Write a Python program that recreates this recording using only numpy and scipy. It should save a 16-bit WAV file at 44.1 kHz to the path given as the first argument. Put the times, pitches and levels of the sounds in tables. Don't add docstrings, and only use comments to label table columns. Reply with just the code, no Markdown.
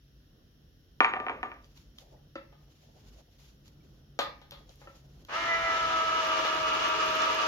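import sys
import numpy as np
from scipy import signal
from scipy.fft import rfft, irfft
from scipy.io import wavfile
from scipy.ndimage import uniform_filter1d

SR = 44100
rng = np.random.default_rng(int(sys.argv[2]) if len(sys.argv) > 2 else 0)


def gain_from_db(level_db):
    decades = np.asarray(level_db, float) / 20
    return 10 ** decades


def transcribe(u):
    v = np.clip(np.atleast_2d(u).T, -1, 1)
    q = np.round(v * 32767).astype(np.int16)
    wavfile.write(sys.argv[1], SR, q)


N = 329427
T = np.arange(N) / SR
HZ = np.maximum(np.fft.rfftfreq(N, 1 / SR), 1)

# time_s, mesh_rate_hz
MOTOR_SPEED = [
    (5.27, 255),
    (5.33, 290),
    (5.372, 334),
    (5.46, 335),
    (6.0, 324.8),
    (6.6, 317.5),
    (7.2, 317.2),
    (7.47, 318.2),
]
LINE_ORDERS = [(1, 0), (2, -2), (2, -1), (2, 1), (3, -1), (3, 0), (4, -1), (4, 1), (5, 0), (5, 1), (6, -1),
               (6, 1), (7, 0), (8, 0), (9, 0), (9, 1), (11, 0), (2, 0), (4, 0), (6, 0)]
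# free_level_db, loaded_level_db, left_minus_right_db
SIDE_LINES = [(-81, -51.5, 4), (-58, -55, 0), (-54.5, -56, 4), (-51.5, -56.5, 7), (-50.5, -60, -4.5),
              (-43.5, -38, 1.5), (-46.5, -37.5, 5), (-49.5, -43, 4), (-45.5, -47.5, 4), (-46, -56, -6),
              (-45, -74, 4), (-53, -62, -26), (-48, -60, 13.5), (-75, -48, -5), (-51.5, -45, -12),
              (-73.5, -49.5, 7), (-59, -55, -11.5)]
# level_db, mode_hz, width_hz, swell_db, left_minus_right_db
MAIN_LINES = [(-40, 640, 57, 0.5, 2), (-39.5, 1302, 42.5, 11, 0), (-55.5, 1995, 39, 29, -4.5)]
UNSETTLED = [-6.5, -0.5, -15]
PORT_LAG_RAD = [0, -4, 1, 2, 2, 0.9, 1.5, -5.5, 0.5, 4, 1.6, 2]
# mode_hz, width_hz, level_db
HOUSING_MODES = [(650, 16, -3), (927, 87, -3), (1335, 7.2, -7.5), (1690, 18, 3), (1847, 11, -26),
                 (2340, 78, -8), (2720, 21, -22), (2880, 170, -3.5), (3400, 210, -14), (4200, 74, -18),
                 (5430, 67, -12), (6260, 21, -15)]
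# frequency_hz, density_db (per Hz)
RATTLE_SPECTRUM = [(59, -63.5), (100, -20), (224, -16), (322, -6.5), (570, -10), (634, -8), (801, -15),
                   (970, -7), (1060, -9.5), (1250, 3.5), (1480, -9), (2860, -11.5), (6560, -19),
                   (7940, -36.5), (16000, -43)]
# start_s, level_db, weight_db (extra thud), hardness_db (extra treble)
BOWL_BLOWS = [
    (1.005, -10, -1.5, -1.5),
    (1.046, -13, -13.5, -2.5),
    (1.137, -22, -0.5, -6.5),
    (1.165, -29.5, 9, -12),
    (1.201, -29.5, 5.5, 0),
    (1.266, -27, 5.5, -12),
    (1.284, -25.5, -13, -19),
    (1.296, -25.5, 4.5, -3.5),
    (1.43, -25.5, 3, 0.5),
    (1.517, -36, 0, -10),
]
# start_s, level_db, weight_db, hardness_db
JUICER_BLOWS = [
    (2.525, -59, 2, -8),
    (4.19, -25.5, 1.5, -1),
    (4.416, -55, 0, 0),
    (4.519, -50, 2.5, 4.5),
    (4.815, -53.5, 1, -14),
    (5.294, -43.5, 1, -10.5),
    (6.449, -31, 0, -4),
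]
# start_s, level_db, weight_db, hardness_db
SPOUT_BLOWS = [
    (2.355, -37.5, -1, -3),
    (4.872, -46, -5, -12),
]
# start_s, level_db, crispness_db (extra top)
TICK_BLOWS = [(1.541, -69, -7), (1.644, -59, -23), (1.775, -56, -1), (1.985, -45.5, -4), (3.657, -63, -2),
              (3.68, -57.5, 0), (4.509, -45.5, 3.5), (4.693, -55, -12.5), (4.757, -66.5, 14),
              (5.249, -54, 0), (7.154, -51.5, 15.5), (7.219, -34.5, -10), (7.347, -46.5, 7.5),
              (7.464, -43, -4)]
# low_hz, high_hz
BLOW_BANDS = [(220, 800), (800, 2900), (2900, 7300), (8700, 15800)]
BOWL_BANDS = [-11, -1.5, -31, -43.5]
JUICER_BANDS = [-4, -1, -3.5, -26.5]
SPOUT_BANDS = [1, -1, -12, -46]
TICK_BANDS = [-22, -12, 2.5, -10]
BLOW_TRAITS = [
    [1, 0, 0, 0],
    [0, 0, 1, 1],
]
CRISP_TRAIT = [
    [0, 0, 0, 1],
]
# mode_hz, level_db, t60_s
BOWL_MODES = [(760, -5, .12), (931, -3, .12), (1050, -6, .12), (1184, 1, .25), (1420, -6, .1),
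              (1760, 5, .05), (2300, 0, .08), (4613, -4, .08), (6654, 8, .3), (7058, 2, .25),
              (9050, 31, .3), (12600, 8, .2)]
JUICER_MODES = [(565, 2, .14), (700, -5, .12), (829, -2, .19), (1233, -1, .24), (1480, -9, .1),
                (2213, -6, .1), (2650, -3, .12), (3050, -2, .12), (3445, -4, .12)]
SPOUT_MODES = [(330, -1, .1), (548, 0, .15), (1330, -1, .22), (1793, -5, .06), (2670, -2, .24),
               (2826, -5, .16), (4705, 2, .1)]
# frequency_hz, level_db
BLOW_TONE = [(200, -3.5), (600, 0), (1300, 0), (2600, -8.5), (3600, -12), (7000, -29.5), (7700, -40),
             (10000, -34.5), (12000, -26), (16000, -33.5)]
# time_s, level_db
DRAG = [
    (0.98, -82),
    (1.05, -73),
    (1.164, -42.5),
    (1.178, -56),
    (1.338, -50),
    (1.416, -70),
    (1.6, -71),
]
# start_s, length_s, hiss_db, rub_db
STROKES = [(1.645, .01, -72, -72), (1.768, 0.025, -64.5, -87.5), (1.992, 0.0039, -64, -66.5),
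           (2.028, .14, -82, -62), (2.61, 0.04, -78, -73.5), (2.707, .015, -67, -81),
           (2.817, 0.085, -72.5, -71), (2.954, 0.25, -70.5, -70.5), (3.32, 0.055, -73, -75),
           (3.402, 0.1, -67, -78), (3.65, .03, -71, -81.5), (3.848, 0.16, -78.5, -80.5),
           (4.588, 0.018, -71.5, -70), (4.695, 0.048, -69, -66.5), (4.805, 0.075, -68, -62),
           (4.958, 0.39, -73, -70.5)]
# frequency_hz, density_db (per Hz)
RUBBER_SPECTRUM = [(470, -30), (800, -37), (831, -5.5), (1740, -8.5), (2910, -3), (5380, -4), (7000, -5.5),
                   (7930, -25.5), (11700, -12), (16000, -25.5)]
# start_s, level_db, pitch_hz, t60_s
GLASS_RINGS = [
    (.15, -82, 4800, 2.5),
    (1.638, -64, 4750, .12),
    (1.645, -68, 6000, .1),
    (2.165, -68, 1900, .06),
    (3.805, -68, 2300, .08),
    (4.56, -67, 3300, 1.1),
]
# frequency_hz, t60_s
KITCHEN_DECAY = [(150, .45), (600, .36), (2000, .36), (6000, .28), (14000, .15)]
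# frequency_hz, density_db (per Hz)
RUMBLE_SPECTRUM = [(18, -30.5), (30, -2), (54, -5), (113, -16.5), (144, -7.5), (167, -16), (292, -19),
                   (412, -25), (509, -27), (918, -42.5), (1500, -38.5), (1950, -78), (3300, -120)]
HISS_SPECTRUM = [(880, -47.5), (1500, -7.5), (1810, -6), (2320, -15.5), (2860, -5.5), (3150, -5),
                 (4290, -9), (4920, -12), (5120, -8.5), (6960, -17.5), (7610, -38.5), (11400, -14.5),
                 (16000, -19)]
# centre_hz, width_hz, level_db
HUM_BANDS = [(51.7, 8, -65.5), (98, 7.9, -70), (139.2, 7.1, -67.5), (3150, 150, -86), (4800, 40, -91.5),
             (5560, 350, -80.5)]

FREE_HZ, LOADED_HZ, RIPPLE_HZ = 333, 318, 100
CONTACT_S, SWITCH_S, SETTLED_S, RISE_DB_PER_S = 5.288, 5.35, 5.48, 233
RATTLE_FREE_DB, RATTLE_LOADED_DB = -43.5, -39.5
CONE_RATIO, CONE_DIP_S = 59.5, 6.61


def level(x, db):
    return x * gain_from_db(db) / np.sqrt(np.mean(x ** 2))


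def on_log(table, hz):
    table_hz, value = np.array(table).T
    return np.interp(np.log(hz), np.log(table_hz), value)


def walk(rate):
    hold = int(SR / rate)
    steps = np.repeat(rng.standard_normal(N // hold + 1), hold)
    return 1.43 * uniform_filter1d(uniform_filter1d(steps, hold), hold)[:N]


def ports(gain, split_hz=750):
    mid, side = rfft(rng.standard_normal((2, N))) * gain
    side = side * np.clip((HZ / split_hz) ** 1.3, .11, 1)
    return irfft(np.array([mid + side, mid - side]), N)


def room(x, wet_db):
    t, tail = T[:SR // 2], 0
    noise = ports(1)[:, :len(t)]
    for hz in 125 * 2. ** np.arange(7):
        high_hz = min(hz * 2 ** .5 * (1 + hz // 8000), 20000)
        sos = signal.butter(2, [hz / 2 ** .5, high_hz], "band", fs=SR, output="sos")
        tail = tail + signal.sosfilt(sos, noise) * 1000 ** (-t / on_log(KITCHEN_DECAY, hz))
    tail = tail * (1 - np.exp(-t / 0.00053))
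    tail = tail / np.sqrt(np.sum(tail ** 2) / 2)
    return gain_from_db(wet_db) * signal.fftconvolve(x[None], tail, axes=1)[:, :N]


def motor():
    hz = np.interp(T, *np.transpose(MOTOR_SPEED))
    turn = 2 * np.pi * np.cumsum(hz + 0.792 * walk(25)) / SR
    load = np.clip((FREE_HZ - hz) / (FREE_HZ - LOADED_HZ), 0, 1) * (T > 5.5)
    start_db = -RISE_DB_PER_S * np.maximum(SWITCH_S - T, 0) - 4000 * np.maximum(CONTACT_S - T, 0)
    rattle_db = RATTLE_FREE_DB + load * (RATTLE_LOADED_DB - RATTLE_FREE_DB) + start_db
    spin_db = np.minimum(rattle_db + 47.0, 0) - 14 * np.clip((5.48 - T) / 0.58, 0, 1)
    cone = (turn - turn[int(CONE_DIP_S * SR)]) / CONE_RATIO
    throb_db = -7.5 * load * ((1 + np.cos(cone)) / 2) ** 6
    whine = gear_whine(hz, turn, load, start_db, spin_db, cone, throb_db)
    return whine + loose_lid(load, throb_db + spin_db) + housing_rattle(turn, rattle_db)


def gear_whine(hz, turn, load, start_db, spin_db, cone, throb_db):
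    levels = [(free + load * (heavy - free) + spin_db, pan) for free, heavy, pan in SIDE_LINES]
    unsettled = np.clip((SETTLED_S - T) / .06, 0, 1)
    main_orders = LINE_ORDERS[len(SIDE_LINES):]
    for (k, _), (db, mode_hz, width, swell_db, pan), off_db in zip(main_orders, MAIN_LINES, UNSETTLED):
        swell = swell_db / (1 + (2 * (k * hz - mode_hz) / width) ** 2)
        levels.append((db + start_db + off_db * unsettled + swell, pan))
    out = np.zeros((2, N))
    for (k, m), (db, pan_db) in zip(LINE_ORDERS, levels):
        angle = k * turn + 2 * np.pi * m * RIPPLE_HZ * T + 0.11 * k * walk(35) + 6 * rng.random()
        lag = PORT_LAG_RAD[k] * (.4 if m else 1) * (0.73 + 0.29 * load) + 0.034 * k * walk(3)
        waver_db = (2.4 if m else 1.3) * walk(25)
        gain = 2 ** .5 * gain_from_db(db + waver_db + (throb_db if k > 2 else 0))
        if (k, m) == LINE_ORDERS[-1]:
            gain = gain * gain_from_db(-23 * ((1 + np.cos(cone + 2.7)) / 2) ** 2)
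        left = gain_from_db(pan_db / 2) * np.sin(angle)
        right = gain_from_db(-pan_db / 2) * np.sin(angle - lag)
        out += gain * np.array([left, right])
    return out


def housing_rattle(turn, rattle_db):
    modes = sum(gain_from_db(db + 8) / np.hypot(1, np.abs(2 * (HZ - hz) / width) ** 1.2)
                for hz, width, db in HOUSING_MODES)
    colour = gain_from_db(on_log(RATTLE_SPECTRUM, HZ)) * (1 + modes)
    beat = 1 + 0.22 * np.cos(turn) + 0.093 * np.cos(2 * np.pi * RIPPLE_HZ * T)
    return level(ports(colour), 8.55) * beat * gain_from_db(rattle_db + 0.9 * walk(30))


def loose_lid(load, gain_db):
    ring = level(ports(1 / (1 + ((HZ - 1283) / 12) ** 2), split_hz=1100), -37.5)
    return ring * load ** 1.1 * gain_from_db(gain_db)


def spatter():
    chance = rng.random((2, N))
    grains = (chance[0] < 60 / SR) * gain_from_db(-3.2 * np.log(chance[1] + 1e-9))
    puff = signal.lfilter([1], [1, -np.exp(-1 / (.004 * SR))], grains)
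    puff = puff * np.clip((T - 5.7) / 0.53, 0, 1)
    hiss = level(ports(1 / (1 + ((HZ - 12500) / 1800) ** 4)), 0)
    return level(hiss * puff, -75)


def knocks(events, colour_db, traits, modes, ring_db, body_db, body_t60, tilt, pan_db, wet_db):
    t, dry = T[:SR // 2], np.zeros(N + SR)
    colour = gain_from_db(tilt * on_log(BLOW_TONE, np.fft.rfftfreq(len(t), 1 / SR) + 1))
    for s, blow_db, *trait_db in events:
        body = gain_from_db(body_db) * rng.standard_normal(len(t))
        rings = np.zeros(len(t))
        rings[0] = -1
        for hz, db, t60 in modes:
            luck = rng.standard_normal(3)
            beat = 1 + 0.69 * np.cos(2 * np.pi * (30 + 10 * luck[2]) * t)
            tone = np.sin(2 * np.pi * hz * (1 + .003 * luck[1]) * t)
            rings += gain_from_db(db + ring_db + 2 * luck[0]) * beat * tone * 1000 ** (-t / t60)
        bands_db = blow_db + np.array(colour_db) + np.dot(trait_db, traits)
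        start = int(s * SR)
        for edges, db in zip(BLOW_BANDS, bands_db):
            height = edges[1] / 2900
            decay = 1000 ** (-t / body_t60 * height ** 0.35)
            sound = irfft(rfft(rings + body * height ** .9 * decay) * colour)
            part = signal.sosfilt(signal.butter(5, edges, "band", fs=SR, output="sos"), sound)
            part = part * gain_from_db(db) / np.sqrt(np.mean(part[:300] ** 2))
            dry[start:start + len(t)] += part * (t < .49)
    dry = dry[:N]
    late = np.roll(dry, 7)
    return np.array([dry * gain_from_db(pan_db / 2), late * gain_from_db(-pan_db / 2)]) + room(dry, wet_db)


def slide():
    drag_s, drag_db = np.transpose(DRAG)
    drag = gain_from_db(np.interp(T, drag_s, drag_db, left=-140, right=-140))
    grit = rng.standard_normal(N) * gain_from_db(2.4 * walk(130)) * drag
    grit = gain_from_db(-6) * signal.sosfilt(signal.butter(3, [450, 2300], "band", fs=SR, output="sos"), grit)
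    return grit + room(grit, 1.5)


def glove():
    hiss, rub = np.zeros((2, N))
    for s, length, hiss_db, rub_db in STROKES:
        grip_db = -507 * np.maximum(s - T, 0)
        slip_db = -159 * np.maximum(T - s - length, 0)
        hiss += gain_from_db(hiss_db + grip_db + slip_db)
        rub += gain_from_db(rub_db + grip_db + slip_db)
    rustle = level(ports(gain_from_db(on_log(RUBBER_SPECTRUM, HZ))), 0.88)
    drag = level(ports(1 / (1 + ((HZ - 560) / 300) ** 3 * np.sign(HZ - 560))), -2.0)
    return rustle * hiss * gain_from_db(2.6 * walk(60)) + drag * rub * gain_from_db(4.6 * walk(46))


def glints():
    ring = np.zeros(N)
    for s, db, hz, t60 in GLASS_RINGS:
        attack = np.clip((T - s) / 0.002, 0, 1)
        ring += gain_from_db(db) * attack * np.sin(2 * np.pi * hz * T) * 1000 ** (-np.abs(T - s) / t60)
    return ring + room(ring, -5)


def air():
    rumble = level(ports(gain_from_db(on_log(RUMBLE_SPECTRUM, HZ)) * (HZ < 1600)), -57.5)
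    out = rumble * gain_from_db(2.1 * walk(9))
    out = out + level(ports(gain_from_db(on_log(HISS_SPECTRUM, HZ)) * (HZ > 1200)), -72.5)
    for hz, width, db in HUM_BANDS:
        out = out + level(ports(1 / (1 + (2 * (HZ - hz) / width) ** 2)), db)
    return out


def scene():
    bowl = knocks(BOWL_BLOWS, BOWL_BANDS, BLOW_TRAITS, BOWL_MODES, ring_db=-46, body_db=-39,
                  body_t60=.33, tilt=.7, pan_db=-.4, wet_db=-9)
    juicer = knocks(JUICER_BLOWS, JUICER_BANDS, BLOW_TRAITS, JUICER_MODES, ring_db=-31.5, body_db=-21,
                    body_t60=.24, tilt=1.0, pan_db=3.2, wet_db=1.5)
    spout = knocks(SPOUT_BLOWS, SPOUT_BANDS, BLOW_TRAITS, SPOUT_MODES, ring_db=-31, body_db=-24,
                   body_t60=0.173, tilt=0.9, pan_db=1.0, wet_db=-1)
    ticks = knocks(TICK_BLOWS, TICK_BANDS, CRISP_TRAIT, [], ring_db=0, body_db=-15.5,
                   body_t60=0.02, tilt=0.68, pan_db=0.2, wet_db=-8.5)
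    blows = gain_from_db(-3.0) * bowl + gain_from_db(-2.0) * (juicer + spout) + gain_from_db(-5.0) * ticks
    return motor() + spatter() + blows + slide() + glove() + glints() + air()


def low_pass(x):
    return signal.sosfilt(signal.butter(12, 16180, fs=SR, output="sos"), x)


def record(dry):
    mix = signal.sosfilt(signal.butter(6, 40, "high", fs=SR, output="sos"), dry)
    return low_pass(mix)


dry = scene()
out = record(dry)
transcribe(out)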